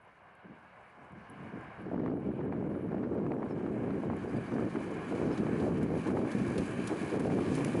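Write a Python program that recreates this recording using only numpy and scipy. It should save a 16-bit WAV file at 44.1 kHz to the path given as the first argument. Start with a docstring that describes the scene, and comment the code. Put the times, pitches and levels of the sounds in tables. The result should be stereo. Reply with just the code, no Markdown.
"""Wind buffets a microphone on a country verge, in light puffs at first, then in gusts that cover much
of a classic car cruising up the lane. Its tyres roar and, as it nears, hiss over a low engine rumble.
The gusts are eddies kicking the camera's two microphone ports: rumble, flutter and hard thuds.
Something dry, perhaps a leaf, skitters and ticks on the tarmac close by.
Grass rustles on the verge and a small bird chirps faintly."""
import sys
import numpy as np
from scipy import signal
from scipy.fft import rfft, irfft
from scipy.io import wavfile
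from scipy.ndimage import uniform_filter1d, map_coordinates

SR = 44100
rng = np.random.default_rng(int(sys.argv[2]) if len(sys.argv) > 2 else 0)


def inscribe(sig):
    """Save sig as 16-bit PCM at rate SR to the path in sys.argv[1].

    A 1-D sig is mono; a 2-D sig holds one channel per row.
    Samples are clipped to [-1, 1] before scaling.
    """
    pcm = np.round(np.clip(np.atleast_2d(sig).T, -1, 1) * 32767)
    wavfile.write(sys.argv[1], SR, pcm.astype(np.int16))


N = 343980


def wind(rumble_db, flutter_db, eddies_per_s=800, ceiling=1.66, clump_db=7.5, sputter_db=-11):
    """Each eddy is a pressure kick on the ports; the strong ones break up into small, brighter ones."""
    # Tone of the large, small and finest eddies. Each row: frequency in Hz, gain in dB.
    rumble_eq = [(20, -32), (40, -31.5), (60, -17), (85, -9.5), (140, -2.5), (215, 0), (310, -0.47),
                 (450, -5), (650, -18.5), (1000, -29.5), (2000, -68), (4000, -75)]
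    flutter_eq = [(200, -44), (400, 12), (600, 10), (900, -0.5), (1400, -25.5), (2200, -45.5), (4000, -53),
                  (8000, -51)]
    sputter_eq = [(300, -9.5), (800, 12), (1400, 7), (2200, -4), (3200, -19.5), (4500, -25.5),
                  (9000, -52.5)]
    kicks = (rng.random(N) < eddies_per_s / SR) * stereo_noise(-16)
    brightness_db = flutter_db - rumble_db + 13.5  # the more a gust flutters, the higher its rumble sits
    large = steady(tilt(colour(kicks, rumble_eq), brightness_db), 0.022)
    large = unit(np.tanh(large / ceiling))  # rounds off the tallest pressure peaks
    breakup = uniform_filter1d(np.abs(large.mean(axis=0)), SR // 400)
    clumps = stereo_noise(-8) * breakup * undb(clump_db * walk(67))
    small = steady(colour(clumps, flutter_eq), 0.016)
    spits = grains(per_s=130, spread_db=2, decay_s=0.0016)  # the finest eddies, at the edge of the ports
    sputter = unit(colour(stereo_noise(-13.5) * spits, sputter_eq))
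    fine = undb(-2) * small + undb(sputter_db) * sputter
    rumble = cross_ports(large * undb(rumble_db), transit_s=0.00026, swirl_s=0.00029)
    flutter = cross_ports(fine * undb(flutter_db), transit_s=0.000081, swirl_s=0.000091)
    return rumble + flutter


def gust_levels(attack_s=0.019, release_s=0.034, calm_db=-74, fresh_db=-37.5, freshens_at_s=1.94):
    """Rumble and flutter in dB: gusts rise, hold and die away over a breeze that freshens and stays."""
    # Each row: start in seconds, hold in seconds, rumble in dB, flutter in dB relative to the rumble.
    gusts = [(0.435, 0.03, -49.5, -17), (0.485, 0.027, -48.5, -17), (0.572, 0.079, -66.5, -19),
             (0.968, 0.074, -57, -22), (1.096, 0.1, -50.5, -33), (1.277, 0.14, -51.5, -25.5),
             (1.388, 0.097, -45.5, -23), (1.518, 0.063, -40.5, -17.5), (1.626, 0.063, -50.5, -30.5),
             (1.778, 0.061, -44.5, -12), (1.84, 0.052, -38.5, -14), (1.911, 0.12, -30.5, -10.5),
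             (2.036, 0.13, -31.5, -11.5), (2.249, 0.057, -29, -13.5), (2.372, 0.13, -34, -12.5),
             (2.525, 0.24, -33.5, -10.5), (2.822, 0.082, -34, -14), (2.912, 0.16, -33, -11.5),
             (3.088, 0.223, -31, -11.5), (3.29, 0.17, -34.5, -7), (3.492, 0.11, -34.5, -11),
             (3.618, 0.17, -32.5, -12), (3.808, 0.18, -31.5, -13.5), (4.027, 0.11, -31.5, -16),
             (4.229, 0.03, -34, -11), (4.321, 0.061, -29, -15), (4.51, 0.16, -29, -12.5),
             (4.749, 0.022, -29, -10), (4.86, 0.14, -40.5, -7.5), (5.101, 0.24, -31, -9.5),
             (5.203, 0.11, -28.5, -17), (5.369, 0.094, -28.5, -16), (5.473, 0.15, -29.5, -13.5),
             (5.609, 0.072, -26, -11.5), (5.681, 0.18, -27.5, -15.5), (5.88, 0.11, -28, -16),
             (6.054, 0.21, -27, -9.5), (6.337, 0.18, -29.5, -15), (6.548, 0.078, -28, -13.5),
             (6.653, 0.074, -37.5, -14), (6.767, 0.053, -29.5, -14.5), (6.894, 0.026, -28, -3.5),
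             (7, 0.048, -31, -12), (7.113, 0.195, -28.5, -9), (7.297, 0.13, -25.5, -12),
             (7.455, 0.237, -28, -14.5), (7.727, .09, -26.5, -15)]
    # The wind lets go of the ports. Each row: start in seconds, length in seconds, level change in dB.
    lulls = [(.465, .022, -6), (4.405, 0.086, -3), (4.68, 0.052, -5), (5.0, 0.051, -3), (5.155, 0.039, -4),
             (6.298, .04, 1), (6.634, 0.065, -1.5)]
    t = np.arange(N) / SR
    freshening = (1 + np.tanh((t - freshens_at_s) / 0.03)) / 2
    rumble_power = undb(calm_db) ** 2 + (undb(fresh_db) * freshening) ** 2
    flutter_power = rumble_power * undb(-16.5) ** 2
    for start, hold, db, flutter_db in gusts:
        span = slice(int(start * SR), int((start + hold + 0.5) * SR))
        age = t[span] - start
        shape = np.clip(age / attack_s, 0, 1) * np.exp(-np.maximum(age - hold, 0) / release_s)
        rumble_power[span] += (undb(db) * shape) ** 2
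        flutter_power[span] += (undb(db + flutter_db) * shape) ** 2
    lull_db = np.zeros(N)
    for start, length, db in lulls:
        inside_s = np.minimum(t - start, start + length - t)
        lull_db += db * np.clip(inside_s / 0.013, 0, 1)  # 13 ms fades
    return 10 * np.log10(rumble_power) + lull_db, 10 * np.log10(flutter_power) + lull_db


def cross_ports(x, transit_s, swirl_s):
    """Eddies tend to reach the right port before the left, by a lag that wanders as the air swirls."""
    lag = transit_s + swirl_s * walk(70)
    return np.array([delay(x[0], lag / 2), delay(x[1], -lag / 2)])


def buffets(rise_cycles=0.43, decay_cycles=0.8):
    """A hard eddy kicks the ports with a short, damped thud; the sharpest ones also crackle."""
    # Each row: start in seconds, thud peak in dB, pitch in Hz, crackle in dB, crackle decay in seconds.
    hits = [(1.915, -29, 595, -57, .003), (1.943, -26, 590, -43, 0.0034), (2.034, -28.5, 600, -55, .003),
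            (2.061, -29, 850, -37.5, 0.0034), (2.524, -31, 700, -38.5, 0.0075),
            (2.759, -43, 596, -61, .003), (2.918, -34, 603, -44, .004), (2.944, -26, 585, -46, .007),
            (2.979, -43, 700, -43, 0.0056), (3.031, -37, 766, -39, 0.014), (3.154, -32, 600, -45, .003),
            (3.189, -25, 500, -42, .002), (3.264, -38, 700, -39.5, 0.0045), (3.308, -34, 700, -45, .003),
            (3.319, -28, 650, -34, 0.0013), (3.421, -30, 590, -47, .004), (3.429, -29.5, 960, -39, .0025),
            (3.51, -35, 700, -40, .006), (3.663, -30, 654, -39, .004), (3.765, -29, 600, -60, 0.0028),
            (3.905, -36, 690, -34.5, 0.0035), (4.035, -26.5, 613, -36.5, 0.0034),
            (4.1, -25, 690, -36.5, 0.0043), (4.133, -29, 855, -43, 0.004), (4.257, -33, 700, -45, 0.0035),
            (4.521, -30, 640, -42, .004), (4.564, -35, 696, -38, .003), (4.582, -34, 750, -39, .003),
            (4.75, -23.5, 287, -50, .004), (4.758, -29, 940, -32, 0.003), (5.124, -22.5, 630, -38, .004),
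            (5.4, -19, 238, -55, .003), (5.467, -27, 620, -34, 0.0037), (5.53, -16, 229, -57, .003),
            (5.665, -21, 605, -47, .004), (5.831, -17, 207, -55, .003), (5.903, -27, 550, -42, .003),
            (5.969, -31, 600, -52, .003), (6.169, -23, 694, -35, 0.0049), (6.289, -28, 604, -49, .003),
            (6.349, -19, 195, -55, .003), (6.414, -15, 212, -55, .003), (6.595, -23, 170, -55, .003),
            (7.144, -24, 546, -47, .003), (7.256, -18, 517, -50, .003), (7.3, -28, 700, -35, 0.0049),
            (7.387, -22, 590, -40, 0.0036), (7.518, -17.5, 253, -55, .003), (7.774, -18, 234, -53, .003)]
    # Tone of the crackle. Each row: frequency in Hz, gain in dB.
    crackle_eq = [(400, -5.5), (900, 12.5), (1400, 6.5), (2200, 0.5), (3200, -20), (4300, -23.5),
                  (6000, -37), (9000, -51)]
    t = np.arange(SR // 16) / SR
    thuds, crackle_envelope = np.zeros((2, N))
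    for start, db, hz, crackle_db, decay_s in hits:
        i = int(start * SR)
        cycles = hz * t
        shape = (1 - np.exp(-cycles / rise_cycles)) ** 2 * np.exp(-cycles / decay_cycles)
        thud = np.sin(2 * np.pi * cycles) * shape
        thuds[i:i + len(t)] += (undb(db) * thud / np.abs(thud).max())[:N - i]
        crackle_envelope += burst(start, crackle_db, decay_s)
    crackle = unit(colour(stereo_noise(-2.5) * undb(2.8 * walk(900)), crackle_eq))
    return thuds + crackle_envelope * crackle


def tyres():
    """Tread roar carries far, hiss only from near; both ring in the same slowly rising resonances."""
    # The car draws nearer. Each row: time in seconds, relative levels of roar and of hiss in dB.
    approach = [(0.0, -65, -86), (0.35, -61.5, -90), (0.7, -60, -84.5), (1.1, -59.5, -83.5),
                (1.55, -54, -79), (2.2, -58.5, -82.5), (3.25, -58.5, -77), (3.9, -53.5, -71),
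                (4.5, -52, -67), (5.3, -48, -61), (5.8, -47.5, -60.5), (6.7, -48.5, -57),
                (7.3, -48.5, -56.5), (7.6, -46.5, -51), (7.8, -48.5, -52)]
    # Tone of the roar and of the hiss. Each row: frequency in Hz, gain in dB.
    roar_eq = [(200, -7.5), (400, 6.5), (750, 12), (1000, 3), (1600, -1.5), (2400, -6.5), (3000, -7.5),
               (3700, -18.5), (5500, -24.5), (11000, -80)]
    hiss_eq = [(1300, -1.5), (2350, 11), (3600, 4.5), (4600, 5), (5700, 2), (6800, 0), (8200, 3),
               (10500, 2), (12000, -19.5)]
    # Resonances and notches in the tyre noise. Each row: centre in Hz, width in Hz, gain in dB.
    resonances = [(1077, 140, 10), (1653, 296, 12), (1973, 130, -5.5), (2302, 273, 8.5), (3005, 130, 3.5),
                  (3720, 180, -2), (3980, 340, 4), (4320, 240, -9), (4590, 190, 7), (4690, 160, -6),
                  (4940, 220, -3.5), (5320, 230, 3.5), (5500, 220, -6), (6140, 150, 5), (6790, 360, 6),
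                  (10200, 240, 5)]
    # How clearly the hiss rings in them. Each row: time in seconds, wet share from 0 to 1.
    ringing = [(0, 0.7), (1.8, 0.65), (3.9, 0.8), (4.5, 0.93), (7, 0.95), (7.8, 0.7)]
    roar_db, hiss_db = curves(approach)
    roar = resonate(colour(stereo_noise(-23), roar_eq), resonances)
    roar = unit(glide(roar)) * undb(roar_db + 3.5 + 0.5 * walk(28))
    plain_hiss = colour(stereo_noise(-10) * undb(2 * walk(1100)), hiss_eq)
    wet = curves(ringing)[0]
    hiss = wet * resonate(plain_hiss, resonances) + (1 - wet) * undb(-1.5) * plain_hiss
    hiss = unit(glide(hiss)) * undb(hiss_db + 5 + 1.2 * walk(25))
    return shimmer(pan(roar, -0.5) + pan(hiss, -1.6)) * tyre_dips()


def glide(x, rise_per_s=0.007, in_tune_at_s=5.2):
    """The colour of the tyre noise slides slowly upward as the car nears."""
    t = np.arange(N) / SR
    playhead = np.cumsum(1 + rise_per_s * (t - in_tune_at_s))
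    return np.array([map_coordinates(side, [playhead], order=5, mode="mirror") for side in x])


def shimmer(x, depth_db=1.1, per_s=16):
    """Moving air makes each half octave of a distant sound waver on its own."""
    octaves = np.log2(np.maximum(np.arange(N // 2 + 1) * SR / N, 1))
    centres = np.log2(1000) + np.arange(8) / 2
    spectrum = rfft(x)
    bands = (irfft(spectrum * np.interp(octaves, centres, solo), N) for solo in np.eye(len(centres)))
    return sum(band * undb(depth_db * walk(per_s)) for band in bands)


def tyre_dips():
    """Gain of the tyre noise: the level dips briefly and smoothly."""
    # Each row: centre in seconds, half width in seconds, depth in dB.
    dips = [(1.96, .02, -1), (2.17, 0.03, -3), (2.5, 0.014, -4), (2.69, 0.0093, -6), (3.1, .03, -3),
            (3.37, 0.029, -4), (3.54, .015, -4), (3.7, 0.025, -1.5), (4.09, 0.018, -2), (4.15, .015, -2),
            (4.27, .02, -2.5), (4.66, .015, -0.5), (5.13, .012, -1.5), (5.72, 0.038, -3.5),
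            (5.8, 0.014, -6.5), (5.89, 0.05, -4.5), (6.14, 0.019, -6.5), (6.21, 0.047, -3.5),
            (7.187, .012, -2.5), (7.29, 0.019, -7)]
    t = np.arange(N) / SR
    dip_db = sum(db * np.exp(-np.minimum(((t - centre) / width) ** 2, 20)) for centre, width, db in dips)
    return undb(dip_db - 0.03)


def engine(firing_hz=108, gas_db=5):
    """Eight cylinders on light throttle: lumpy firings in a rush of gas, muffled by the exhaust."""
    # Relative strength in dB of each of the eight firings of one cycle.
    firings_db = [-5.5, -1, 5.5, -3.5, -9.5, 4, -8.5, -5.5]
    # Tone of the exhaust. Each row: frequency in Hz, gain in dB.
    exhaust_eq = [(25, -21.5), (60, -2), (130, 0), (200, 1.5), (330, -29.5), (700, -27), (2000, -55.5)]
    # The engine swells as the car nears, then eases. Each row: time in seconds, level in dB.
    swell = [(0, -71.5), (1.6, -61), (5, -54.5), (7.8, -57)]
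    fired = np.cumsum(firing_hz * (1 + 0.076 * walk(11)) / SR).astype(int)
    strength_db = np.array(firings_db)[fired % len(firings_db)] + 1.8 * walk(100)
    pulses = np.diff(fired, prepend=0) * undb(strength_db)
    gas = unit(pulses) + undb(gas_db) * stereo_noise(-14.5)
    lope_db = 1.5 * walk(14)
    return unit(colour(gas, exhaust_eq)) * undb(curves(swell)[0] + lope_db)


def leaf(gain_db=-3):
    """Something dry scrapes over the tarmac in slowing hops, each with its own brightness."""
    # Each row: start in seconds, relative level in dB, tilt towards the treble in dB.
    hops = [(4.365, -59, -2), (4.538, -56, 0), (5.1487, -54, -6), (5.3744, -53.5, -15), (5.598, -53.5, -9),
            (5.827, -49, 11), (6.0681, -47.5, 0), (6.315, -46, -2), (6.578, -40.5, 0), (6.8718, -38.5, 5),
            (7.195, -45, 10), (7.55, -40.5, 10)]
    # Tone of the scraping. Each row: frequency in Hz, gain in dB.
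    scrape_eq = [(800, -3), (2500, 8.5), (4500, 5.5), (7000, 1), (10500, 2), (12000, -14)]
    contact = sum(burst(start, db, decay_s=0.0091, rise_s=0.0012) for start, db, _ in hops)
    friction = stereo_noise(-13) * undb(0.69 * walk(700)) * contact
    _, brightness_db = curves(hops)
    scrapes = tilt(colour(friction, scrape_eq), brightness_db, pivot_hz=8000)
    return pan(undb(gain_db) * scrapes, -1.5)


def grit(gain_db=-9):
    """Grit ticks on the tarmac: thin, sharp snaps of noise."""
    # Each row: start in seconds, relative level in dB, low cut in Hz, decay in seconds.
    ticks = [(0.351, -48, 8300, 0.0015), (0.897, -62, 9000, .002), (1.121, -55, 7500, .0015),
             (1.212, -57, 8000, .0015), (1.297, -40, 8600, 0.0036), (1.61, -55, 6000, .0015),
             (1.638, -55, 8000, .0015), (2.196, -57, 8000, 0.0044), (2.45, -52, 8800, .002),
             (2.698, -54, 8000, .004), (3.145, -53, 8800, .003), (3.1975, -54, 8000, .002),
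             (3.447, -52, 8500, .003), (4.166, -39, 7500, 0.0013), (7.647, -16, 1500, 0.0015)]
    # What the ticks ring with. Each row: frequency in Hz, gain in dB.
    grit_eq = [(1500, -3), (2300, 5), (3400, -10), (5500, -10), (7000, 2.5), (8200, -6), (10300, 0),
               (11000, -1.5), (12000, -10)]
    noise = stereo_noise(-7)
    snaps = sum(highpass(noise * (burst(start, db, decay_s) + 1e-15), low_cut_hz, order=8)
                for start, db, low_cut_hz, decay_s in ticks)
    return pan(undb(gain_db) * colour(snaps, grit_eq), -1.5)


def bird(gain_db=-3.5, echo_decay_s=0.018, echo_db=-8):
    """Thin whistles that quaver and fall in pitch, with a short echo from the trees."""
    # Each row: start and length in seconds, first and last pitch in Hz, relative level in dB.
    chirps = [(3.36, .06, 5750, 5450, -76), (3.475, .04, 5750, 5400, -70), (3.497, 0.04, 5250, 5150, -63),
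              (4.27, .04, 4830, 4660, -64), (4.35, 0.037, 4820, 4660, -60), (4.45, .035, 4680, 4550, -62),
              (4.527, 0.035, 4750, 4570, -61), (4.47, 0.12, 6080, 5950, -68), (5.31, .045, 5260, 5200, -54)]
    song = np.zeros(N)
    quaver_hz = 70 * walk(400)
    for start, length, first_hz, last_hz, db in chirps:
        i, n = int(start * SR), int(length * SR)
        pitch_hz = np.linspace(first_hz, last_hz, n) + quaver_hz[i:i + n]
        song[i:i + n] += undb(db + gain_db) * np.hanning(n) * np.sin(2 * np.pi * np.cumsum(pitch_hz) / SR)
    trees = rng.standard_normal((2, SR // 8)) * np.exp(-np.arange(SR // 8) / SR / echo_decay_s)
    trees /= np.linalg.norm(trees, axis=1, keepdims=True)
    return song + undb(echo_db) * signal.fftconvolve(song[None], trees)[:, :N]


def grass(stir_db=-95):
    """Dry stalks crackle faintly all the time and in short flurries when the breeze catches them."""
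    # Each row: start in seconds, length in seconds, level in dB.
    rustles = [(0, 0.074, -95), (.83, 0.091, -96), (1.286, 0.052, -83), (1.36, .13, -88), (1.79, .07, -83),
               (2.0, .45, -90), (2.66, 0.28, -82), (3.3, .22, -89)]
    # Tone of the stalks. Each row: frequency in Hz, gain in dB.
    stalk_eq = [(6000, -40.5), (8500, -13), (9200, -5), (9900, -6), (10500, 2.5), (11000, -3.5),
                (12000, -22.5)]
    t = np.arange(N) / SR
    flurries = np.zeros(N)
    for start, length, db in rustles:
        progress = np.clip((t - start) / length, 0, 1)
        flurries += undb(db) * np.sqrt(np.abs(np.sin(np.pi * progress)))
    crackle = stereo_noise(-3.5) * grains(per_s=350, spread_db=4, decay_s=0.001)
    return pan(unit(colour(crackle, stalk_eq)) * (undb(stir_db) + flurries), -1.5)


def undb(db):
    """Decibels to gain."""
    return 10 ** (np.asarray(db) / 20)


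def unit(x):
    """Scale to rms 1."""
    return x / np.sqrt(np.mean(x ** 2))


def curves(table):
    """Automation curves from the columns of a time table, one value a sample."""
    times, *columns = np.transpose(table)
    return [np.interp(np.arange(N) / SR, times, column) for column in columns]


def walk(per_s):
    """Smooth random wandering, rms 1."""
    width = max(int(SR / per_s), 2)
    return unit(uniform_filter1d(uniform_filter1d(rng.standard_normal(N), width), width))


def stereo_noise(side_db):
    """White noise at two ports: a shared part and an opposed part."""
    mid, side = rng.standard_normal((2, N))
    return mid + undb(side_db) * np.array([side, -side])


def burst(start_s, peak_db, decay_s, rise_s=0.00037):
    """Envelope of one hit: a quick rise and an exponential fall."""
    t = np.arange(SR // 8) / SR
    shape = (1 - np.exp(-t / rise_s)) * np.exp(-t / decay_s)
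    envelope = np.zeros(N)
    i = int(start_s * SR)
    envelope[i:i + len(t)] = (undb(peak_db) * shape / shape.max())[:N - i]
    return envelope


def grains(per_s, spread_db, decay_s):
    """Envelope of randomly timed grains of uneven size, rms 1."""
    sizes = undb(spread_db * np.minimum(rng.exponential(size=N), 3))
    onsets = rng.random(N) < per_s / SR
    return unit(signal.lfilter([1], [1, -np.exp(-1 / (decay_s * SR))], onsets * sizes))


def colour(x, eq):
    """Minimum-phase EQ through the given (Hz, dB) points."""
    hz, db = np.transpose(eq)
    bins_hz = np.maximum(np.arange(N // 2 + 1) * SR / N, 1)
    gain = undb(np.interp(np.log(bins_hz), np.log(hz), db))
    cepstrum = irfft(np.log(gain), N)
    cepstrum[1:N // 2] *= 2
    cepstrum[N // 2 + 1:] = 0
    return irfft(rfft(x) * np.exp(rfft(cepstrum)), N)


def resonate(x, peaks):
    """Boost or cut narrow bands one after another."""
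    for hz, width, db in peaks:
        band = signal.lfilter(*signal.iirpeak(hz, hz / width, fs=SR), x)
        x = x + (undb(db) - 1) * band
    return x


def tilt(x, db, pivot_hz=240):
    """See-saw between the bands below and above a pivot; positive is brighter."""
    low = signal.sosfiltfilt(signal.butter(2, pivot_hz, fs=SR, output="sos"), x)
    return low * undb(-db / 2) + (x - low) * undb(db / 2)


def highpass(x, hz, order=2):
    """Low cut."""
    return signal.sosfilt(signal.butter(order, hz, "highpass", fs=SR, output="sos"), x)


def steady(x, window_s):
    """Hold the short-term rms of a stereo sound's mid near 1."""
    power = uniform_filter1d(np.mean(x, axis=0) ** 2, int(window_s * SR))
    return x / np.sqrt(uniform_filter1d(power, SR // 200) + 1e-12)


def pan(x, left_db):
    """Lean a sound to the left, or to the right if negative."""
    return x * undb(np.array([[left_db], [-left_db]]) / 2)


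def delay(x, seconds):
    """Play a sound late by a time that may move."""
    n = np.arange(N)
    return np.interp(n - seconds * SR, n, x)


def gain_control(x, threshold_db=-37, ratio=1.498, memory_s=0.021):
    """Soft-knee compression of the whole mix, so the tyres duck in each strong gust."""
    keep = np.exp(-1 / (memory_s * SR))
    power = signal.lfilter([1 - keep], [1, -keep], np.mean(x ** 2, axis=0))
    return x * (1 + power / undb(threshold_db) ** 2) ** ((1 / ratio - 1) / 2)


def scene():
    """Wind in front, the car behind it, and the small sounds of the verge."""
    return wind(*gust_levels()) + buffets() + tyres() + engine() + leaf() + grit() + grass() + bird()


def record(dry, low_cut_hz=49, high_cut_hz=11150):
    """The camera thins the deepest bass, rides the gain and cuts the top steeply."""
    compressed = gain_control(highpass(dry, low_cut_hz))
    return signal.sosfilt(signal.ellip(12, 0.2, 80, high_cut_hz, fs=SR, output="sos"), compressed)


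dry = scene()
out = record(dry)
inscribe(out)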